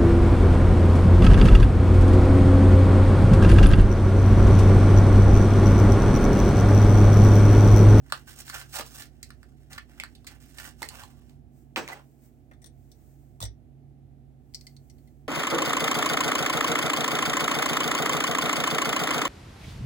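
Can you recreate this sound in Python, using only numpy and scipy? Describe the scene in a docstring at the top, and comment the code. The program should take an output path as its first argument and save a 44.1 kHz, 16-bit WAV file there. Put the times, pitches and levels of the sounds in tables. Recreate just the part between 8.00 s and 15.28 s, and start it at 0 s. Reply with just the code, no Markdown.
"""Unboxing a toy car

In a small room a blister pack is torn open by hand: card fibres rip and rub, the plastic shell buckles
with sharp snaps, and the empty pack drops with a slap and a squeak. A die-cast car is lifted off a display
turntable and parked on the table, loose wheels chattering. A sleeve brushes past and a toy truck ticks
in the fingers. Mains hum, the turntable motor and a low rumble run underneath."""
import sys
import numpy as np
from scipy import signal
from scipy.fft import rfft, irfft
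from scipy.io import wavfile

SR = 44100
rng = np.random.default_rng(int(sys.argv[2]) if len(sys.argv) > 2 else 0)


def int16_out(signal):
    """Quantize to a 16-bit WAV file."""
    q = np.round(np.clip(np.atleast_2d(signal).T, -1, 1) * 32767)
    wavfile.write(sys.argv[1], SR, q.astype(np.int16))


N = 321048
TIME = np.arange(N) / SR


# Cue levels are set ahead of each layer's trims. Positive pan_db is left, negative is right.
# where the hands hold the pack: time_s, pan_db
PACK_PAN = [(0.12, -4.5), (1.0, -5.5), (1.8, -3), (2.7, -7.5), (3.8, -2.5)]
# bright tone of a cracking crease: freq_hz, level_db
CRACK_TONE = [(600, -28.5), (1500, -12.5), (3000, -5.5), (4400, 4), (6000, -6), (8500, 2), (10500, -9.5),
              (15500, -5)]
# shell and card buckling: start_s, panel_db, pitch_hz, crack_db, decay_ms
SNAPS = [(0.0984, -50.5, 1260, -54, 6), (0.1228, -30.5, 2700, -31.5, 0.33),
         (0.1236, -23.5, 1160, -31.5, 0.17), (0.1272, -37, 1280, -49, 0.7), (0.479, -44.5, 1500, -46, 2.1),
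         (0.4973, -38, 1450, -38, 2.7), (0.613, -42, 1530, -47, 2.8), (0.7293, -48.5, 1850, -43, 6.1),
         (0.7635, -41, 1600, -34, 4.8), (0.7945, -38, 1240, -49, 0.73), (0.808, -37, 870, -36.5, 3),
         (1.02, -48, 1500, -42.5, 3.1), (1.2286, -49.5, 1880, -38, 2.8), (1.3044, -46.5, 1500, -50.5, 1.3),
         (1.4308, -52.5, 1570, -58, 0.38), (1.73, -52, 1670, -42.5, 2.7), (1.7793, -35, 1470, -44, 3.1),
         (1.9996, -31.5, 1950, -39.5, 1.05), (2.0366, -35.5, 1390, -40, 0.28), (2.15, -53, 3250, -57, 5.3),
         (2.244, -57.5, 1020, -57.5, 4), (2.2669, -42.5, 2140, -38.5, 7.5), (2.584, -40, 1700, -42, 2.3),
         (2.8206, -33.5, 770, -38.5, 0.76), (2.8277, -31.5, 1670, -36, 2.2), (2.8875, -46, 2400, -36, 1.9),
         (3.035, -45, 960, -47, 2.3), (3.295, -65, 2400, -62.5, 2.1), (3.7607, -25.5, 2250, -49, 1.3),
         (3.7672, -31, 1210, -49, 0.95), (3.776, -39, 1970, -49, 2.4), (3.8777, -37.5, 1970, -45, 0.48),
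         (3.886, -42, 930, -42, 1.3)]

def snaps(crinkle_ms=0.93, panel_trim_db=-1.5, crack_trim_db=-1, hollow_hz=580, hollow_db=-40):
    """A crease cracks, the panel beside it pops and the hollow shell booms; longer snaps crinkle more."""
    out, edge = np.zeros((2, N)), body(CRACK_TONE)
    hardest_db = max(row[1] for row in SNAPS)
    for start_s, panel_db, pitch_hz, crack_db, decay_ms in SNAPS:
        pan_db = np.interp(start_s, *np.transpose(PACK_PAN))
        crinkle = burst(decay_ms)
        push = signal.unit_impulse(len(crinkle)) + decay_ms / crinkle_ms * crinkle / np.linalg.norm(crinkle)
        panel = cut(through(push, panel_pop(pitch_hz)), 0.68 * pitch_hz, "high", order=3)
        boom = resonate(cut(push, hollow_hz, "low"), hollow_hz, width_hz=170)
        boom = at_level(boom, hollow_db + 2 * (panel_db - hardest_db))  # soft snaps barely boom
        add(out, start_s, panned(at_level(panel, panel_db + panel_trim_db) + boom, pan_db))
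        crease = edge + from_db(-1) * resonate(edge, 3.1 * pitch_hz, width_hz=pitch_hz)
        crack = two_sided(lambda: through(burst(decay_ms), crease), crack_db + crack_trim_db, own_db=7.5)
        add(out, start_s, panned(crack, 0.64 * pan_db))
    return out


def panel_pop(pitch_hz, sag=0.34):
    """A panel flips over in one or two swings, its pitch sagging as the tension goes."""
    cycles = TIME[:1024] * pitch_hz
    tension = np.exp(-cycles)
    return np.sin(2 * np.pi * (cycles + sag * (1 - tension))) * tension


# tone of the card: freq_hz, level_db
CARD_TONE = [(200, -19), (480, -6), (780, -2), (1100, -5), (1600, -1.5), (2300, -7.5), (3600, -11.5),
             (6000, -11), (9000, -7.5), (10500, -15.5), (15500, -9.5)]
# resonances of the card: pitch_hz, width_hz, gain_db
CARD_MODES = [(770, 27, 6.5), (2800, 280, -3), (5500, 180, 0)]

def tearing(split_hz=3200, grip_db=2.5, rip_db=-7, flap_db=4, rasp_trim_db=-7, hiss_trim_db=-2.5):
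    """Coarse slips and rips rasp in the card and fine fibres hiss, as the grip tightens and slackens."""
    rasp_envelope, hiss_envelope = friction()
    pan_db, = in_time(PACK_PAN)
    grip = from_db(grip_db * drift(64))
    card = body(CARD_TONE, CARD_MODES)
    coarse = slips(per_s=1100, spread_db=2.6, smooth=0.13)
    rips = from_db(rip_db) * bundle_rips()
    fine = coarse + np.array([slips(per_s=1000, spread_db=3, smooth=0.09) for side in range(2)])
    sheet = cut(through(coarse + rips, card), split_hz, "low", order=4)
    fibres = cut(through(fine + rips, card), split_hz, "high", order=4)
    rasp = rasp_envelope * from_db(rasp_trim_db) * rms_one(sheet + from_db(flap_db) * flap(sheet))
    hiss = hiss_envelope * from_db(hiss_trim_db) * rms_one(fibres)
    return grip * panned(rasp + hiss, pan_db)


# pulls that tear the card or slide it over the plastic: start_s, length_s, end_rasp_db, end_hiss_db, build_db
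PULLS = [(0.036, 0.15, -51.5, -55, 10.5), (0.256, 0.042, -46, -43.5, 6), (0.307, 0.1, -49.5, -43.5, 16),
         (0.445, 0.061, -51.5, -44.5, 2), (0.52, 0.037, -38, -41.5, -5), (0.564, 0.042, -41, -41, 3),
         (0.67, 0.058, -54, -46, 13), (0.732, 0.026, -31.5, -29.5, 5), (0.762, 0.028, -35.5, -35.5, 10),
         (0.833, 0.1, -59, -53.5, -4.5), (0.922, 0.091, -48, -42.5, 2), (1.695, 0.055, -47, -52, -2),
         (1.874, 0.14, -54, -60.5, 8.5), (2.265, 0.066, -51.5, -58, 1), (2.386, 0.31, -56, -54, 6),
         (2.559, 0.11, -41.5, -44.5, 8), (2.763, 0.096, -51, -48.5, 14), (2.891, 0.15, -44.5, -50, 2.5),
         (3.073, 0.24, -74, -77, -15.5), (3.869, 0.11, -48.5, -64.5, -13.5)]

def friction(held_s=3.35, held_db=-73.5):
    """Rasp and hiss envelopes: pulls, fingers shifting on the pack and panels settling after a snap."""
    pulls = [(stroke(start_s, length_s, build_db), rasp_db, hiss_db)
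             for start_s, length_s, rasp_db, hiss_db, build_db in PULLS]
    fingers = [(stroke(0, held_s), held_db, held_db)]
    settling = [(stroke(start_s, 0, release_db_per_s=240.5), panel_db - 28.5, crack_db - 16)
                for start_s, panel_db, _, crack_db, _ in SNAPS]
    power = sum((from_db([[rasp_db], [hiss_db]]) * shape) ** 2
                for shape, rasp_db, hiss_db in pulls + fingers + settling)
    return np.sqrt(power)


def stroke(start_s, length_s, build_db=0, attack_s=0.024, release_db_per_s=380.5):
    """Envelope of one move: it takes hold, builds by build_db over its length, then lets go."""
    age_s = TIME - start_s
    to_go = np.clip(1 - age_s / (length_s + 1e-9), 0, 1)
    release_db = np.clip(release_db_per_s * (age_s - length_s), 0, 200)
    return np.clip(age_s / attack_s, 0, 1) * from_db(-build_db * to_go - release_db)


def slips(per_s, spread_db, smooth=0):
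    """Fibres let go at random with uneven strength, over a smooth friction noise."""
    strength = from_db(spread_db * np.minimum(rng.exponential(1, N), 4)) * rng.choice([-1, 1], N)
    lets_go = rng.random(N) < per_s / SR
    return rms_one(strength * lets_go) + smooth * rng.standard_normal(N)


def bundle_rips(per_s=260, bands=12):
    """Whole bundles of fibres rip at once, each ringing for a few cycles at a pitch of its own."""
    rings = (resonate(slips(per_s / bands, spread_db=2), hz, 0.47 * hz) * (-1) ** k
             for k, hz in enumerate(np.geomspace(750, 9000, bands)))
    return rms_one(sum(rings))


# note of the loose flap, lower as a tear lengthens it: time_s, pitch_hz
FLAP_GLIDE = [(0.62, 1550), (0.75, 1600), (0.81, 715), (0.95, 1700), (2.68, 1720), (2.92, 1300),
              (3.04, 880)]

def flap(sheet, wander=0.16, bands=10):
    """The loose card has a broad resonance that glides with its length and wanders as fingers bend it."""
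    pitch_hz = in_time(FLAP_GLIDE)[0] * np.exp(wander * drift(10))
    steps_hz = np.geomspace(pitch_hz.min(), pitch_hz.max(), bands)
    crossfades = [np.interp(pitch_hz, steps_hz, share) for share in np.eye(bands)]
    return sum(fade * resonate(sheet, hz, 0.21 * hz) for hz, fade in zip(steps_hz, crossfades))


# dull tone of flat card: freq_hz, level_db
SLAP_TONE = [(100, -26.5), (220, -1.5), (380, 2), (600, 3.5), (1000, 0), (2200, -4), (3500, -12.5),
             (8500, -14.5), (10500, -35), (15500, -17.5)]
# the card flaps or lands flat: start_s, level_db, decay_ms
SLAPS = [(0.795, -34, 4.4), (2.819, -34, 2.1), (3.7599, -31, 4.5), (3.766, -29.5, 16.5), (3.81, -47, 31),
         (3.89, -48.5, 39)]

def slaps():
    """The whole card meets a surface in a quick flutter of dull contacts."""
    out, card = np.zeros(N), body(SLAP_TONE)
    for start_s, level_db, decay_ms in SLAPS:
        add(out, start_s, at_level(through(burst(decay_ms), card), level_db, decay_ms))
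    return panned(out, pan_db=-2)


def squeak(peak_s=3.931, half_width_s=0.005, pitch_hz=2000, level_db=-38, roughness=0.31):
    """The pack skids to rest: plastic sticks and slips regularly, with a little hiss on each slip."""
    tone = np.sqrt(2) * np.sin(2 * np.pi * pitch_hz * TIME)
    grit = 1 + roughness * rng.standard_normal(N)
    return panned(from_db(level_db) * swell(peak_s, half_width_s) * tone * grit, pan_db=-11)


# tones of the car's metal body and plastic base: freq_hz, level_db
CAR_METAL_TONE = [(2700, -15), (3500, -0.5), (4900, -1), (5800, -3.5), (6700, -3.5), (9200, 4),
                  (10800, -17), (15500, 1)]
CAR_BASE_TONE = [(500, -3), (1300, -17), (1900, 0.5), (2600, -17), (4000, -36)]
# ring of the car's body: pitch_hz, width_hz, gain_db
CAR_MODES = [(3550, 170, 1.7), (5840, 132, 11)]
# wheel and axle knocks: start_s, metal_db, pitch_hz, base_db, chatter_ms, pan_db
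CAR_KNOCKS = [(4.5127, -67.5, 2570, -55, 3.6, 3), (4.535, -68, 3430, -69, 4.3, 2),
              (4.618, -58, 8500, -64, 7.4, 4), (4.6432, -49.5, 3400, -60.5, 1.6, 11),
              (4.66, -50.5, 8800, -62, 4.6, 2.5), (4.9165, -56.5, 5370, -77.5, 2.3, 2.5),
              (5.4038, -41.5, 8000, -66, 3.5, 2), (5.4145, -41.5, 3580, -48, 5, -16),
              (5.4252, -34, 3550, -58, 3.16, 3), (5.438, -38.5, 8100, -51, 1.9, 11),
              (5.453, -42, 5560, -53, 2.6, -3)]

def toy_car():
    """Wheels and axles knock against the die-cast body as the car is lifted and parked."""
    metal, base = body(CAR_METAL_TONE, CAR_MODES), body(CAR_BASE_TONE)
    return toy_knocks(CAR_KNOCKS, metal, base, metal_trim_db=1.5, base_trim_db=1.5, focus_db=5.5)


# tones of the truck's metal body and plastic base: freq_hz, level_db
TRUCK_METAL_TONE = [(3300, 1), (4400, 5.5), (6000, 7.5), (9000, 17.5), (10500, -17), (15500, 5)]
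TRUCK_BASE_TONE = [(700, -28), (1500, -31), (2050, 9), (2600, -6), (3100, 2), (4500, -5.5)]
# ring of the truck's body: pitch_hz, width_hz, gain_db
TRUCK_MODES = [(4380, 230, 11.5), (5700, 280, 2)]
# ticks in the fingers: start_s, metal_db, pitch_hz, base_db, chatter_ms, pan_db
TRUCK_TICKS = [(6.538, -52, 4700, -65.5, 1.9, 0), (6.5455, -29.5, 5030, -56, 3.4, 1),
               (6.61, -46.5, 4950, -67, 2.8, 1), (6.6675, -41.5, 4800, -56.5, 2.8, 0),
               (6.7655, -49.5, 4220, -73.5, 2.3, -2.5), (6.898, -52, 5620, -69, 4.2, 2.5),
               (6.981, -66.5, 4470, -75, 6.2, -1), (7.0729, -66, 3370, -71.5, 6.7, -0.5)]

def toy_truck():
    """The truck's loose wheels give clearly pitched ticks as it is picked up."""
    metal, base = body(TRUCK_METAL_TONE, TRUCK_MODES), body(TRUCK_BASE_TONE)
    return toy_knocks(TRUCK_TICKS, metal, base, metal_trim_db=-5, base_trim_db=5.5, focus_db=16)


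def toy_knocks(knocks, metal, base, metal_trim_db, base_trim_db, focus_db):
    """Wheels chatter, the spot struck favours one pitch of the metal, and the base answers below."""
    out = np.zeros((2, N))
    for start_s, metal_db, pitch_hz, base_db, chatter_ms, pan_db in knocks:
        struck = metal + from_db(focus_db) * resonate(metal, pitch_hz, width_hz=800)
        ring = two_sided(lambda: cut(through(wheel_rattle(chatter_ms), struck), 2200, "high"),
                         metal_db + metal_trim_db, own_db=20.5)
        clack = at_level(through(burst(chatter_ms), base), base_db + base_trim_db)
        add(out, start_s, panned(ring, pan_db) + panned(clack, pan_db / 2))
    return out


def wheel_rattle(chatter_ms, hits=4, loss_db=4):
    """A loose wheel hits its stop and rebounds a few times, unevenly and ever more weakly."""
    gaps = 1.1 * chatter_ms / 1000 * SR * 2 ** rng.uniform(-0.5, 0.46, hits)
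    starts = (np.cumsum(gaps) - gaps[0]).astype(int)
    return sum(from_db(-loss_db * k) * np.roll(burst(chatter_ms / 2), i) for k, i in enumerate(starts))


# pack, fingers and toys touching the turntable and the table: start_s, level_db, pitch_hz
TAPS = [(3.901, -38.5, 770), (4.518, -58, 810), (5.404, -45, 1080), (5.428, -42, 610)]

def taps():
    """A soft contact knocks one short, dull note out of the surface."""
    out = np.zeros(N)
    for start_s, level_db, pitch_hz in TAPS:
        note = resonate(burst(decay_ms=0.62), pitch_hz, width_hz=260)
        add(out, start_s, at_level(resonate(note, pitch_hz, width_hz=pitch_hz), level_db))
    return panned(out, pan_db=-3)


# the hand presses the table down: start_s, level_db
THUMPS = [(5.414, -30.5), (5.433, -26.5), (5.456, -44)]

def table_thump(low_hz=56, upper_hz=103, upper_db=-5, t60_s=0.24):
    """Soft pushes set the two lowest modes of the table top swinging."""
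    out, t = np.zeros(N), TIME[:SR // 2]
    modes = np.sin(2 * np.pi * low_hz * t) + from_db(upper_db) * np.sin(2 * np.pi * upper_hz * t)
    for start_s, level_db in THUMPS:
        add(out, start_s, from_db(level_db - 60 * t / t60_s) * modes)
    radiated = cut(out, low_hz, "high", order=4)  # the top gives off little below its lowest mode
    return panned(radiated, pan_db=1)


# tone of knitted cloth: freq_hz, level_db
CLOTH_TONE = [(800, -2.5), (2000, -3.5), (3500, -11), (8000, 0), (10500, -7.5), (14000, -0.5), (16000, 3)]
# reaches of the arm: peak_s, half_width_s, level_db
REACHES = [(3.588, 0.042, -68), (4.26, 0.027, -66), (4.08, 0.24, -70.5), (5.05, 0.22, -67.5),
           (6.62, 0.086, -66), (6.97, 0.23, -71.5)]

def sleeve(flutter_db=1):
    """Knitted cloth hisses in one soft swell each time the arm reaches across."""
    speed = sum(from_db(level_db) * swell(peak_s, width_s) for peak_s, width_s, level_db in REACHES)
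    flutter = from_db(flutter_db * drift(15))
    hiss = rms_one(through(diffuse(N), body(CLOTH_TONE)))
    return panned(speed * flutter * hiss, pan_db=-1)


# the motor's note as its speed follows the load: time_s, pitch_hz, level_db
MOTOR_CURVE = [(0, 135.3, -57.5), (1.3, 136, -58.5), (2.0, 139.5, -63), (3.0, 138, -59.5),
               (5.0, 134.4, -57), (6.8, 136.4, -54.5)]

def turntable_motor(waver_db=2.53, waver_hz=1.8):
    """A small motor sings one low note that wavers in level and pitch."""
    pitch_hz, level_db = in_time(MOTOR_CURVE)
    gain = from_db(level_db + waver_db * drift(7))
    phase = 2 * np.pi * np.cumsum(pitch_hz + waver_hz * drift(7)) / SR
    return panned(gain * np.sqrt(2) * np.sin(phase), pan_db=-3)


# hum partials: pitch_hz, level_db, waver_depth
HUM_PARTIALS = [(59.1, -55.5, 0.086), (239.9, -65, 0.21)]

def mains_hum():
    """A mains appliance hums off to the right, slightly unsteady in level and phase."""
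    hum = np.zeros(N)
    for pitch_hz, level_db, waver_depth in HUM_PARTIALS:
        waver = 1 + waver_depth * (drift(0.86) + 1j * drift(2.8))
        hum += from_db(level_db) * np.sqrt(2) * np.real(waver * np.exp(2j * np.pi * pitch_hz * TIME))
    return panned(hum, pan_db=-12.5)


# tone of the room's rumble: freq_hz, level_db
RUMBLE_TONE = [(25, -8.5), (55, -2.5), (100, 2), (165, -12), (260, -5), (350, -10), (520, -23),
               (740, -17.5), (1000, -36.5), (2000, -38.5), (5000, -47.5), (15500, -49.5)]
# brief dip in the low end of the bed: time_s, gain_db
BASS_DIP = [(3.8, 1), (4.1, -8), (4.55, 0)]

def background(rumble_db=-55.5):
    """Hum and motor over the low rumble of the room; the bass of hum and rumble sinks for a moment."""
    hum, motor = mains_hum(), turntable_motor()
    rumble = from_db(rumble_db) * rms_one(through(diffuse(N), body(RUMBLE_TONE)))
    bed = hum + panned(rumble, pan_db=-4)
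    bass = cut(bed, 200, "low", order=1)
    dip_db, = in_time(BASS_DIP)
    return bed + (from_db(dip_db) - 1) * bass + motor


# reverb time of the small room: freq_hz, t60_s
ROOM_DECAY = [(200, 0.34), (800, 0.14), (2000, 0.16), (6000, 0.14), (15000, 0.04)]

def room(x, wet_db, left_lag_ms, bounce_db=-11, bounce_ms=3.4, build_ms=4, size=16384):
    """Direct sound, one bounce off the table, and a short tail that dies away band by band."""
    t, hz = TIME[:size], np.fft.rfftfreq(size, 1 / SR)
    noise, tail = rfft(diffuse(size)), 0
    edges_hz = np.r_[0, np.geomspace(250, SR / 2, 8)]
    for low, high in zip(edges_hz, edges_hz[1:]):
        band = irfft(noise * ((hz >= low) & (hz < high)))
        tail += band * from_db(-60 * t / at_hz(ROOM_DECAY, (low + high) / 2))
    tail *= 1 - np.exp(-(1000 * t / build_ms) ** 2)
    tail /= np.sqrt(np.sum(tail ** 2) / 2)
    direct = np.array([np.roll(x[0], round(left_lag_ms * SR / 1000)), x[1]])
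    bounce = np.roll(direct, round(bounce_ms * SR / 1000), axis=1)
    return direct + from_db(bounce_db) * bounce + from_db(wet_db) * through(x, tail)


# how alike left and right are in the room: freq_hz, correlation
STEREO_LIKENESS = [(100, 0.7), (350, 0.81), (800, 0.064), (1600, .1), (4000, 0.05)]

def diffuse(size):
    """Stereo noise from all around: alike in the bass, unrelated in the treble."""
    mid, side = rfft(rng.standard_normal((2, size)))
    alike = at_hz(STEREO_LIKENESS, np.fft.rfftfreq(size, 1 / SR))
    return irfft(np.sqrt(1 + alike) * mid + np.sqrt(1 - alike) * side * [[1], [-1]], size) / np.sqrt(2)


def two_sided(make, level_db, own_db):
    """A flexing thing radiates a common part to both sides, and to each side a part of its own."""
    common = rms_one(make())
    return np.array([at_level(common + from_db(own_db) * rms_one(make()), level_db) for side in range(2)])


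def burst(decay_ms, build=0.36, size=6144):
    """A contact: a cluster of micro-slips that builds up quickly and dies away."""
    age = TIME[:size] / (decay_ms / 1000)
    return rng.standard_normal(size) * (1 - np.exp(-age / build)) * np.exp(-age) + 1e-18


def body(tone, modes=(), size=4096):
    """Impulse response of an object: a broad tone with a few resonances on top."""
    cepstrum = irfft(np.log(from_db(at_hz(tone, np.fft.rfftfreq(size, 1 / SR)))))
    plain = rms_one(irfft(np.exp(rfft(2 * cepstrum[:size // 2], size))))  # minimum phase
    return plain + sum(from_db(db) * resonate(plain, hz, width_hz) for hz, width_hz, db in modes)


def resonate(x, hz, width_hz):
    """One resonance, unity gain at its peak."""
    r = np.exp(-np.pi * width_hz / SR)
    feedback = [1, -2 * r * np.cos(2 * np.pi * hz / SR), r * r]
    return signal.lfilter(np.array([1, 0, -1]) * (1 - r * r) / 2, feedback, x)


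def cut(x, hz, kind, order=2):
    """Butterworth low- or high-pass."""
    return signal.sosfilt(signal.butter(order, hz, kind, fs=SR, output="sos"), x)


def through(x, response):
    """Pass a sound through an impulse response."""
    response = np.atleast_2d(response) if x.ndim == 2 else response
    return signal.fftconvolve(x, response, axes=-1)[..., :x.shape[-1]]


def drift(rate_hz, hop=40, warm_up=2000):
    """Smooth random modulation at unit rms."""
    r = np.exp(-2 * np.pi * rate_hz * hop / SR)
    noise = rng.standard_normal(N // hop + warm_up + 2)
    slow = signal.lfilter([1], [1, -2 * r, r * r], noise)[warm_up:]
    return np.interp(np.arange(N) / hop, np.arange(len(slow)), rms_one(slow))


def swell(peak_s, half_width_s):
    """Bell-shaped envelope."""
    return np.exp(-np.minimum(((TIME - peak_s) / half_width_s) ** 2, 60) / 2)


def in_time(rows):
    """Each column of an automation curve at every sample."""
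    time_s, *columns = np.transpose(rows)
    return [np.interp(TIME, time_s, column) for column in columns]


def at_hz(points, hz):
    """Read a curve on a log-frequency axis."""
    freq_hz, value = np.transpose(points)
    return np.interp(np.log(hz + 1), np.log(freq_hz), value)


def from_db(db):
    """Decibels to gain."""
    return 10 ** (np.asarray(db) / 20)


def rms_one(x):
    """Scale to unit rms."""
    return x / np.sqrt(np.mean(x ** 2) + 1e-20)


def at_level(x, level_db, held_ms=7):
    """Give a short sound the energy of level_db held for held_ms."""
    return x * from_db(level_db) * np.sqrt(held_ms / 1000 * SR / np.sum(x ** 2))


def panned(x, pan_db):
    """Share the power between the sides, the left louder by pan_db."""
    gains = from_db(np.array([[0.5], [-0.5]]) * pan_db)
    return x * gains / np.sqrt(np.mean(gains ** 2, axis=0))


def add(out, start_s, x):
    """Mix a short sound in at start_s."""
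    i = round(start_s * SR)
    out[..., i:i + x.shape[-1]] += x[..., :N - i]


def scene():
    """The pack is handled to the right, the car is parked to the left; all share one small room."""
    pack = room(snaps(), wet_db=-8, left_lag_ms=0.13)
    pack += room(tearing(), wet_db=-7.5, left_lag_ms=0.13)
    pack += room(slaps(), wet_db=-4.5, left_lag_ms=0)
    pack += room(squeak(), wet_db=-28, left_lag_ms=0.1)
    car, truck = toy_car(), toy_truck()
    toys = room(car + taps(), wet_db=-7.5, left_lag_ms=-0.31)
    toys += room(truck, wet_db=-11.5, left_lag_ms=0.09)
    return pack + toys + table_thump() + sleeve() + background()


def record(dry, left_low_hz=92, low_hz=44, top_hz=16100):
    """Small microphones lose the deep bass, the left one more; the top of the treble is cut steeply."""
    left = cut(dry[0], left_low_hz, "high", order=1)
    thin = cut(np.array([left, dry[1]]), low_hz, "high", order=4)
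    return signal.sosfilt(signal.ellip(10, 0.1, 70, top_hz, fs=SR, output="sos"), thin)


dry = scene()
out = record(dry)
int16_out(out)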